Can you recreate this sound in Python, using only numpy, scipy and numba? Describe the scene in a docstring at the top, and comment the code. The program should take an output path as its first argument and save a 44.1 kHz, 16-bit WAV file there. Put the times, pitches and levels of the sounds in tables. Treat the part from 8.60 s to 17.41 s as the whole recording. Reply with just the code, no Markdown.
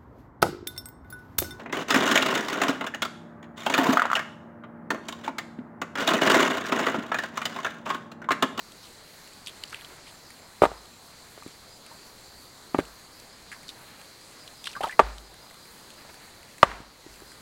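"""In a forest, someone wades barefoot through shallow muddy water and sets three stones on a low wall.
Each stone knocks and rocks into place: the impact rings the gaps of the pile, crushes grit and shakes
the ground. Mud squelches in small pops, water drips, bubbles ring and cloth rustles, all with a short
echo from the trees. Leaves and insects hiss all round; the hardest knocks overload the recorder."""
import sys
import numpy as np
from scipy import signal
from scipy.fft import rfft, irfft, next_fast_len
from scipy.io import wavfile
from scipy.ndimage import uniform_filter1d
from numba import njit

SR = 44100
rng = np.random.default_rng(int(sys.argv[2]) if len(sys.argv) > 2 else 0)


def wav_out(sig):
    """Save sig, one row per channel (or a flat mono array), as 16-bit PCM at SR to the path in sys.argv[1]."""
    wavfile.write(sys.argv[1], SR, np.round(np.clip(np.atleast_2d(sig).T, -1, 1) * 32767).astype(np.int16))


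N = 388517
T = np.arange(SR // 4) / SR  # the time line of one short sound

# spectrum of fine spray: frequency_hz, level_db
SPRAY_SPECTRUM = [(1500, -14.5), (4000, -21), (8000, 7), (12000, -3), (16000, -32)]
# spectrum of crushed sand: frequency_hz, level_db
GRIT_SPECTRUM = [(500, -28), (1500, 11), (2500, -1), (4000, -6), (5500, -20.5), (8000, -12), (11000, -23.5),
                 (16000, -46)]


def undb(db):
    """Decibels to amplitude gain."""
    return 10 ** (np.asarray(db) / 20)


def fade(t, t60):
    """Exponential decay by 60 dB in t60 seconds."""
    return np.exp(-np.log(1000) * t / t60)


def unit(x):
    """Scale to rms 1."""
    return x / np.sqrt(np.mean(x ** 2))


def peak(x):
    """Scale to peak 1."""
    return x / np.abs(x).max()


def add(track, start_s, sound):
    """Superpose a sound on the track."""
    i = max(int(start_s * SR), 0)
    track[i:i + len(sound)] += sound[:max(N - i, 0)]


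def noise(spectrum, size):
    """Noise of rms 1, shaped by (frequency_hz, level_db) points."""
    hz, db = np.transpose(spectrum)
    n = next_fast_len(size)
    bin_hz = np.maximum(np.arange(n // 2 + 1) * SR / n, 1)
    gain = undb(np.interp(np.log(bin_hz), np.log(hz), db))
    return unit(irfft(rfft(rng.standard_normal(n)) * gain, n)[:size])


def band(x, hz, q):
    """Two equal resonators in cascade, for steep skirts."""
    b, a = signal.iirpeak(min(hz, SR / 3), max(q, 1 / 2), fs=SR)
    return signal.lfilter(b, a, signal.lfilter(b, a, x + 1e-18))


def wander(rate_hz):
    """Smooth random modulation of rms 1."""
    hold = int(SR / rate_hz)
    steps = np.repeat(rng.standard_normal(N // hold + 2), hold)
    return unit(uniform_filter1d(steps, hold)[:N])


def crackle(size, spread_db):
    """Log-normal grain sizes, each held for a fraction of a millisecond."""
    grains = undb(spread_db * rng.standard_normal(size // 16 + 1))
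    return unit(np.repeat(grains, 16)[:size])


def forest(level_db=-50.92, sway_db=-0.2, flicker_db=1.5, bands=14):
    """Leaves and trickling water add incoherently into a soft wash, each band flickering alone."""
    # spectrum of the wash: frequency_hz, level_db
    wash_spectrum = [(20, -4), (90, -0.5), (200, -0.5), (350, -2.5), (600, -3.5), (1000, -4), (1500, -6),
                     (2100, -7), (2800, -12), (4300, -7), (5400, -12.5), (7500, -11.5), (11000, -16),
                     (16000, -22)]
    wash = rfft(noise(wash_spectrum, N))
    bin_hz = np.arange(len(wash)) * SR / N
    band_position = np.interp(np.log(bin_hz + 1), np.log([80, 12000]), [0, bands - 1])
    out = np.zeros(N)
    for k in range(bands):
        triangle = np.maximum(1 - np.abs(band_position - k), 0)
        out += irfft(wash * triangle, N) * undb(flicker_db * wander(16))
    return out * undb(level_db + sway_db * wander(2.44))


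def insect_choirs():
    """Many unsynchronised insects merge into wavering bands of noise."""
    # choirs: pitch_hz, width_hz, level_db, waver_db
    choirs = [(4127, 390, -61, 1), (4590, 470, -63, 3), (6650, 650, -71.5, -2.5)]
    out = np.zeros(N)
    for hz, width_hz, db, waver_db in choirs:
        hiss = unit(band(rng.standard_normal(N), hz, q=hz / width_hz / 0.92))
        out += hiss * undb(db + waver_db * wander(8))
    return out


def trickle(level_db=-71):
    """Water seeping through wet leaves makes granular noise, a fine ticking."""
    return undb(level_db) * noise(SPRAY_SPECTRUM, N) * crackle(N, spread_db=6)


def splash(hz, length_s, spray_db, q=2.16):
    """A burst of tiny pops excites the resonance of a wet hollow, with fine spray above."""
    t = T[:len(T) // 2]
    pops = crackle(len(t), spread_db=4.5) * fade(t, 2 * length_s)
    hollow = band(rng.standard_normal(len(t)) * pops, hz, q)
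    spray = noise(SPRAY_SPECTRUM, len(t)) * pops
    return peak(hollow) + undb(spray_db) * peak(spray)


def drips(count=44, softest_db=-50, range_db=11, centre_hz=2600, range_octaves=1.6):
    """Drop impacts at random times make faint, brief splashes."""
    out = np.zeros(N)
    for when, size, pitch in rng.random((count, 3)):
        drip = splash(centre_hz * 2 ** (range_octaves * (pitch - .5)), length_s=0.0077, spray_db=1.5)
        add(out, when * N / SR, undb(softest_db + range_db * size) * drip)
    return out


def mud(pops=7):
    """Mud yields under the pressure of a foot in an uneven run of small pops."""
    # squeezes: start_s, length_s, level_db, pitch_hz
    squelches = [(0.225, 0.048, -44.5, 4000), (1.047, 0.11, -40.5, 4430), (1.139, .09, -42, 2300),
                 (1.463, 0.032, -43.5, 3000), (5.275, 0.19, -46.5, 2650), (6.041, .09, -35.5, 3570),
                 (6.202, .11, -32.5, 2740)]
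    out = np.zeros(N)
    for start_s, length_s, db, hz in squelches:
        for k, (late, pitch) in enumerate(rng.random((pops, 2))):
            pop = splash(hz * 2 ** (pitch - .5), length_s=0.028, spray_db=-6.5)
            add(out, start_s + length_s * (k + late) / pops, undb(db) * pop)
    return out


def rustles(flutter_db=3.2):
    """Friction of trouser cloth and hands swishes in uneven swells as the body bends and turns."""
    # brushing movements: centre_s, level_db, length_s
    brushes = [(1.106, -55, 1), (5.288, -54.5, 0.39), (5.854, -56.5, 0.24), (7.502, -57, 0.54)]
    # spectrum of rubbed cloth: frequency_hz, level_db
    cloth_spectrum = [(100, -3), (350, 4.5), (800, 1.5), (1700, 2), (3000, -3.5), (8000, -22.5),
                      (16000, -26)]
    t = np.arange(N) / SR
    swells = sum(undb(db) * np.exp(-(2 * (t - centre_s) / length_s) ** 2)
                 for centre_s, db, length_s in brushes)
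    return noise(cloth_spectrum, N) * swells * undb(flutter_db * wander(45))


def cricket(hz=7330, width_hz=200, level_db=-70, pulse_db=6, period_s=0.268, start_s=0.82, stop_s=4.3):
    """One cricket trills for a while: a narrow band of noise under periodic amplitude modulation."""
    t = np.arange(N) / SR
    pulse = np.cos(2 * np.pi * (t - 3.42) / period_s)  # one crest falls at 3.42 s
    envelope = undb(level_db + pulse_db * pulse + wander(8.4)) * (t > start_s) * (t < stop_s)
    return envelope * unit(band(rng.standard_normal(N), hz, hz / width_hz))


def slaps():
    """Impacts of feet, mud and drops splash the water; longer slaps throw more spray."""
    # wet impacts: start_s, level_db, pitch_hz, length_s
    impacts = [(0.862, -28, 4700, .01), (0.87, -23.5, 3200, 0.05), (1.037, -21, 3250, 0.0069),
               (1.127, -30, 1490, 0.015), (1.145, -23.5, 2420, 0.0055), (1.21, -34.5, 3000, .008),
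               (1.246, -32, 3300, 0.024), (4.916, -29, 1850, 0.066), (5.082, -32, 4500, .012),
               (5.09, -26.5, 3700, 0.036), (5.876, -32, 3600, .012), (6.0418, -26.5, 4030, 0.0092),
               (6.055, -27, 3260, 0.03), (6.0704, -22.5, 3330, 0.02), (6.0713, -24, 1370, .007),
               (6.2336, -26, 1510, 0.0078), (6.2345, -25.5, 3450, 0.017), (6.582, -30, 3930, 0.0052)]
    out = np.zeros(N)
    for start_s, db, hz, length_s in impacts:
        spray_db = -10 + 0.5 * np.log2(length_s / 0.016)
        add(out, start_s, undb(db) * splash(hz, length_s, spray_db))
    return out


def near_insect(hz=4900, width_hz=330, level_db=-59, period_s=0.172, flutter_db=2.5):
    """A nearer insect buzzes: narrow-band noise modulated into phrases of evenly spaced chirps."""
    # phrases: start_s, end_s
    phrases = [(1.42, 2.2), (3.05, 3.4), (4.47, 5.16), (5.56, 6.9), (6.96, 7.48), (8.43, 8.8)]
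    t = np.arange(N) / SR
    chirps = sum(np.sin(np.pi * (t - start_s) / period_s) ** 2 * (t > start_s) * (t < end_s)
                 for start_s, end_s in phrases)
    buzz = unit(band(rng.standard_normal(N), hz, hz / width_hz))
    return buzz * chirps * undb(level_db + flutter_db * wander(13))


def grinding(slip_db=6.5, edge_s=0.011):
    """Stick-slip friction: sand crunches unevenly for as long as a settling stone slides."""
    # slides: start_s, length_s, level_db
    slides = [(2.017, 0.045, -31.5), (4.182, 0.022, -35)]
    out = np.zeros(N)
    for start_s, length_s, db in slides:
        sliding = (1 - fade(T, edge_s)) * fade(np.maximum(T - length_s, 0), edge_s)
        crunch = noise(GRIT_SPECTRUM, len(T)) * crackle(len(T), slip_db)
        add(out, start_s, undb(db) * sliding * crunch)
    return out


def contacts(edge_lead_s=0.001002, edge_db=-19.5, edge_hz=1870, rebound_s=.0105, rebound_db=-25):
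    """A knock is three collisions: a sharp edge touches, the face lands, the stone rocks back once."""
    # stone on stone: start_s, level_db, pitch_hz, pile_db, thud_db (the last two relative to the contact)
    knocks = [(2.0205, 0, 557, 9, -13), (2.032, -9, 516, 0, -8), (2.0359, 0, 636, 10, -16.5),
              (2.0392, -7, 880, 2, -25), (2.0533, -8, 765, -2, -27), (2.063, -20, 710, 1, -6),
              (2.1164, -25, 630, -9, -12), (2.777, -35, 550, -5, -18), (2.824, -35, 1070, -6, -20),
              (2.863, -31, 273, -22, -3), (4.1453, -13.5, 250, -10, -16), (4.1469, -11.5, 780, -10, -34),
              (4.1876, -12.5, 288, -3, -5.5), (4.1886, -11.5, 600, -9, -17), (6.3937, 3.5, 905, 20, -24.5),
              (6.398, 3, 707, 16, -23.5), (7.45, -40, 650, -3, -15), (8.030, 4, 1195, -18, -45),
              (8.0315, 5.5, 737, -19.5, -16.5), (8.116, -23.5, 1600, -22, -10),
              (8.203, -37.5, 237, -3.5, 6), (8.464, -32, 317, -6, -8), (8.62, -35, 400, -9.5, -14)]
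    for start_s, db, hz, pile_db, thud_db in knocks:
        yield start_s - edge_lead_s, db + edge_db, edge_hz, pile_db, thud_db
        yield start_s, db, hz, pile_db, thud_db
        yield start_s + rebound_s, db + rebound_db, hz * 1.35, pile_db, thud_db


def stones(ring_db=-30, scatter_db=-24, grit_db=-24, hardness_hz=2500):
    """Each impact excites the damped modes of the pile, scatters off other stones and crushes sand."""
    # modes of the hollows and stones of the pile: pitch_hz, level_db, t60_s
    pile_modes = [(167, 7, 0.14), (229, 4.5, 0.069), (277, 14.5, 0.045), (333.5, 11, 0.05),
                  (383.5, 11, 0.05), (466, -9.5, 0.15), (558, 2, 0.048), (595, 6.5, 0.022),
                  (753, -6, 0.076), (807, 4.5, 0.037), (919, 7.5, 0.038), (1017, 0.5, 0.058),
                  (1171, 15.5, 0.031), (1210, -0.5, 0.086), (1430, -39, 0.076), (1620, -7, .035),
                  (2140, 21, 0.01), (2400, -16, 0.026), (2920, 3, 0.035), (2880, -5, .03)]
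    ring = sum(undb(db) * np.cos(2 * np.pi * hz * T) * fade(T, t60) for hz, db, t60 in pile_modes)
    jolt = signal.unit_impulse(len(T))
    softening = signal.butter(2, hardness_hz, fs=SR)  # the contact is never perfectly hard
    thud = peak(band(jolt, hz=165, q=0.54))  # the wall gives on its bed of mud
    out = np.zeros(N)
    for start_s, db, hz, pile_db, thud_db in contacts():
        scatter = rng.standard_normal(len(T)) * fade(T, 0.15) * (1 - fade(T, 0.0051))
        pile = undb(ring_db) * ring + undb(scatter_db) * scatter
        body = signal.lfilter(*softening, band(jolt + undb(pile_db) * pile, hz, q=1.24))
        body /= np.sqrt(np.sum(body ** 2) / (0.00089 * SR))  # the energy of 0.89 ms at rms 1
        crushing = fade(T, 0.064) * (1 - fade(T, .002))
        grit = noise(GRIT_SPECTRUM, len(T)) * crackle(len(T), spread_db=2.5) * crushing
        add(out, start_s, undb(db) * (body + undb(grit_db) * grit + undb(thud_db) * thud))
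    return out


def tremors(hz=52, t60=0.56, travel_s=0.029, rise_s=0.028, q=0.68):
    """A slow wave in the soft ground arrives late and sets the microphone stand swaying."""
    # weight landing on the wall: start_s, peak_db
    landings = [(2.02, -41), (4.187, -51), (6.393, -28), (8.028, -34.5), (8.464, -48.5)]
    out, t = np.zeros(N), np.arange(SR) / SR
    sway = np.sin(2 * np.pi * hz * t) * fade(t, t60) * (1 - fade(t, rise_s))
    sway = peak(signal.lfilter(*signal.iirpeak(hz, q, fs=SR), sway))
    for start_s, db in landings:
        add(out, start_s + travel_s, undb(db) * sway)
    return out


def bubbles(t60=0.079, onset_s=0.0028, churn=0.5):
    """Trapped air resonates, its pitch climbing as it nears the surface, jostled by the churning mud."""
    # air pockets closing in the water: start_s, peak_db, start_pitch_hz
    air_pockets = [(3.313, -38.5, 874), (6.152, -29.5, 1520), (6.164, -27.5, 1127), (6.207, -20, 700),
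                   (6.2338, -25, 534), (6.2338, -23, 1210), (6.24, -17.5, 844), (6.269, -24.5, 677),
                   (6.295, -27, 1720), (6.325, -30, 1960)]
    out = np.zeros(N)
    for start_s, db, hz in air_pockets:
        octaves_per_s = 13.1 * (798 / hz) ** 2.22  # big, low bubbles climb fastest
        pitch_hz = hz * 2 ** (octaves_per_s * np.minimum(T, t60 / 2))
        jostle = unit(uniform_filter1d(rng.standard_normal((2, len(T))), size=70, axis=1))
        ring = np.exp(2j * np.pi * np.cumsum(pitch_hz) / SR) * (1 + churn * (jostle[0] + 1j * jostle[1]))
        envelope = fade(T, t60) * (1 - fade(T, onset_s))
        add(out, start_s, undb(db) * peak(ring.imag * envelope))
    return out


def crumbs(rise_s=0.27):
    """Granular flow: loosened soil runs down through the wall after a heavy landing."""
    # falls of soil: start_s, level_db, t60_s
    falls = [(6.405, -41, 0.43), (8.048, -35.5, 0.47)]
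    # spectrum of running soil: frequency_hz, level_db
    soil_spectrum = [(100, -3), (400, -5), (1300, 0.5), (2300, -5), (4000, -16.5), (7000, -26),
                     (16000, -62)]
    out, t = np.zeros(N), np.arange(SR // 2) / SR
    for start_s, db, t60 in falls:
        flow = peak(fade(t, t60) * (1 - fade(t, rise_s)))
        add(out, start_s, undb(db) * flow * noise(soil_spectrum, len(t)))
    return out


def tree_echo(x, echo_db=-26, t60=0.63, build_s=0.13):
    """Scattering by countless trunks and leaves gives a toneless echo that builds and dies quickly."""
    # spectrum of the echo: frequency_hz, level_db
    echo_spectrum = [(60, -20), (200, -6), (400, -2), (700, -0.5), (1250, 1), (1700, -9.5), (2500, -17),
                     (4000, -12), (8000, -22), (16000, -60)]
    t = np.arange(SR) / SR
    returns = (fade(t, t60) * (1 - fade(t, build_s))) ** 2  # scattered paths add in power
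    power = np.abs(signal.fftconvolve(x ** 2, returns / returns.sum())[:N])
    return undb(echo_db) * np.sqrt(power) * noise(echo_spectrum, N) * crackle(N, spread_db=2)


def scene():
    """Superposition in one channel: stones and water close by, their echo, the forest all round."""
    around = forest() + insect_choirs() + near_insect() + cricket() + trickle()
    near = stones() + grinding() + crumbs() + slaps() + bubbles() + drips() + rustles() + mud()
    return (near + tree_echo(near) + tremors() + around)[None]


@njit
def follow(x, release):
    """Peak detection: instant rise, exponential fall."""
    out, held = np.empty(len(x)), 0.
    for i in range(len(x)):
        held = max(x[i], held * release)
        out[i] = held
    return out


def record(dry, knee_db=-3, release_s=0.48, squeeze=0.49, lag_s=0.007, hardness=24, top_hz=15900):
    """A lagging gain control ducks after loud knocks; peaks that pass clip; a low-pass cuts the top."""
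    held = follow(np.abs(dry[0]), np.exp(-1 / (release_s * SR)))
    excess = np.log(np.maximum(held / undb(knee_db), 1))
    pole = np.exp(-1 / (lag_s * SR))
    ducked = dry * np.exp(-squeeze * signal.lfilter([1 - pole], [1, -pole], excess))
    clipped = ducked / (1 + np.abs(ducked) ** hardness) ** (1 / hardness)  # flat tops, rounded corners
    return signal.sosfilt(signal.ellip(10, .2, 80, top_hz, fs=SR, output="sos"), clipped)


dry = scene()
out = record(dry)
wav_out(out)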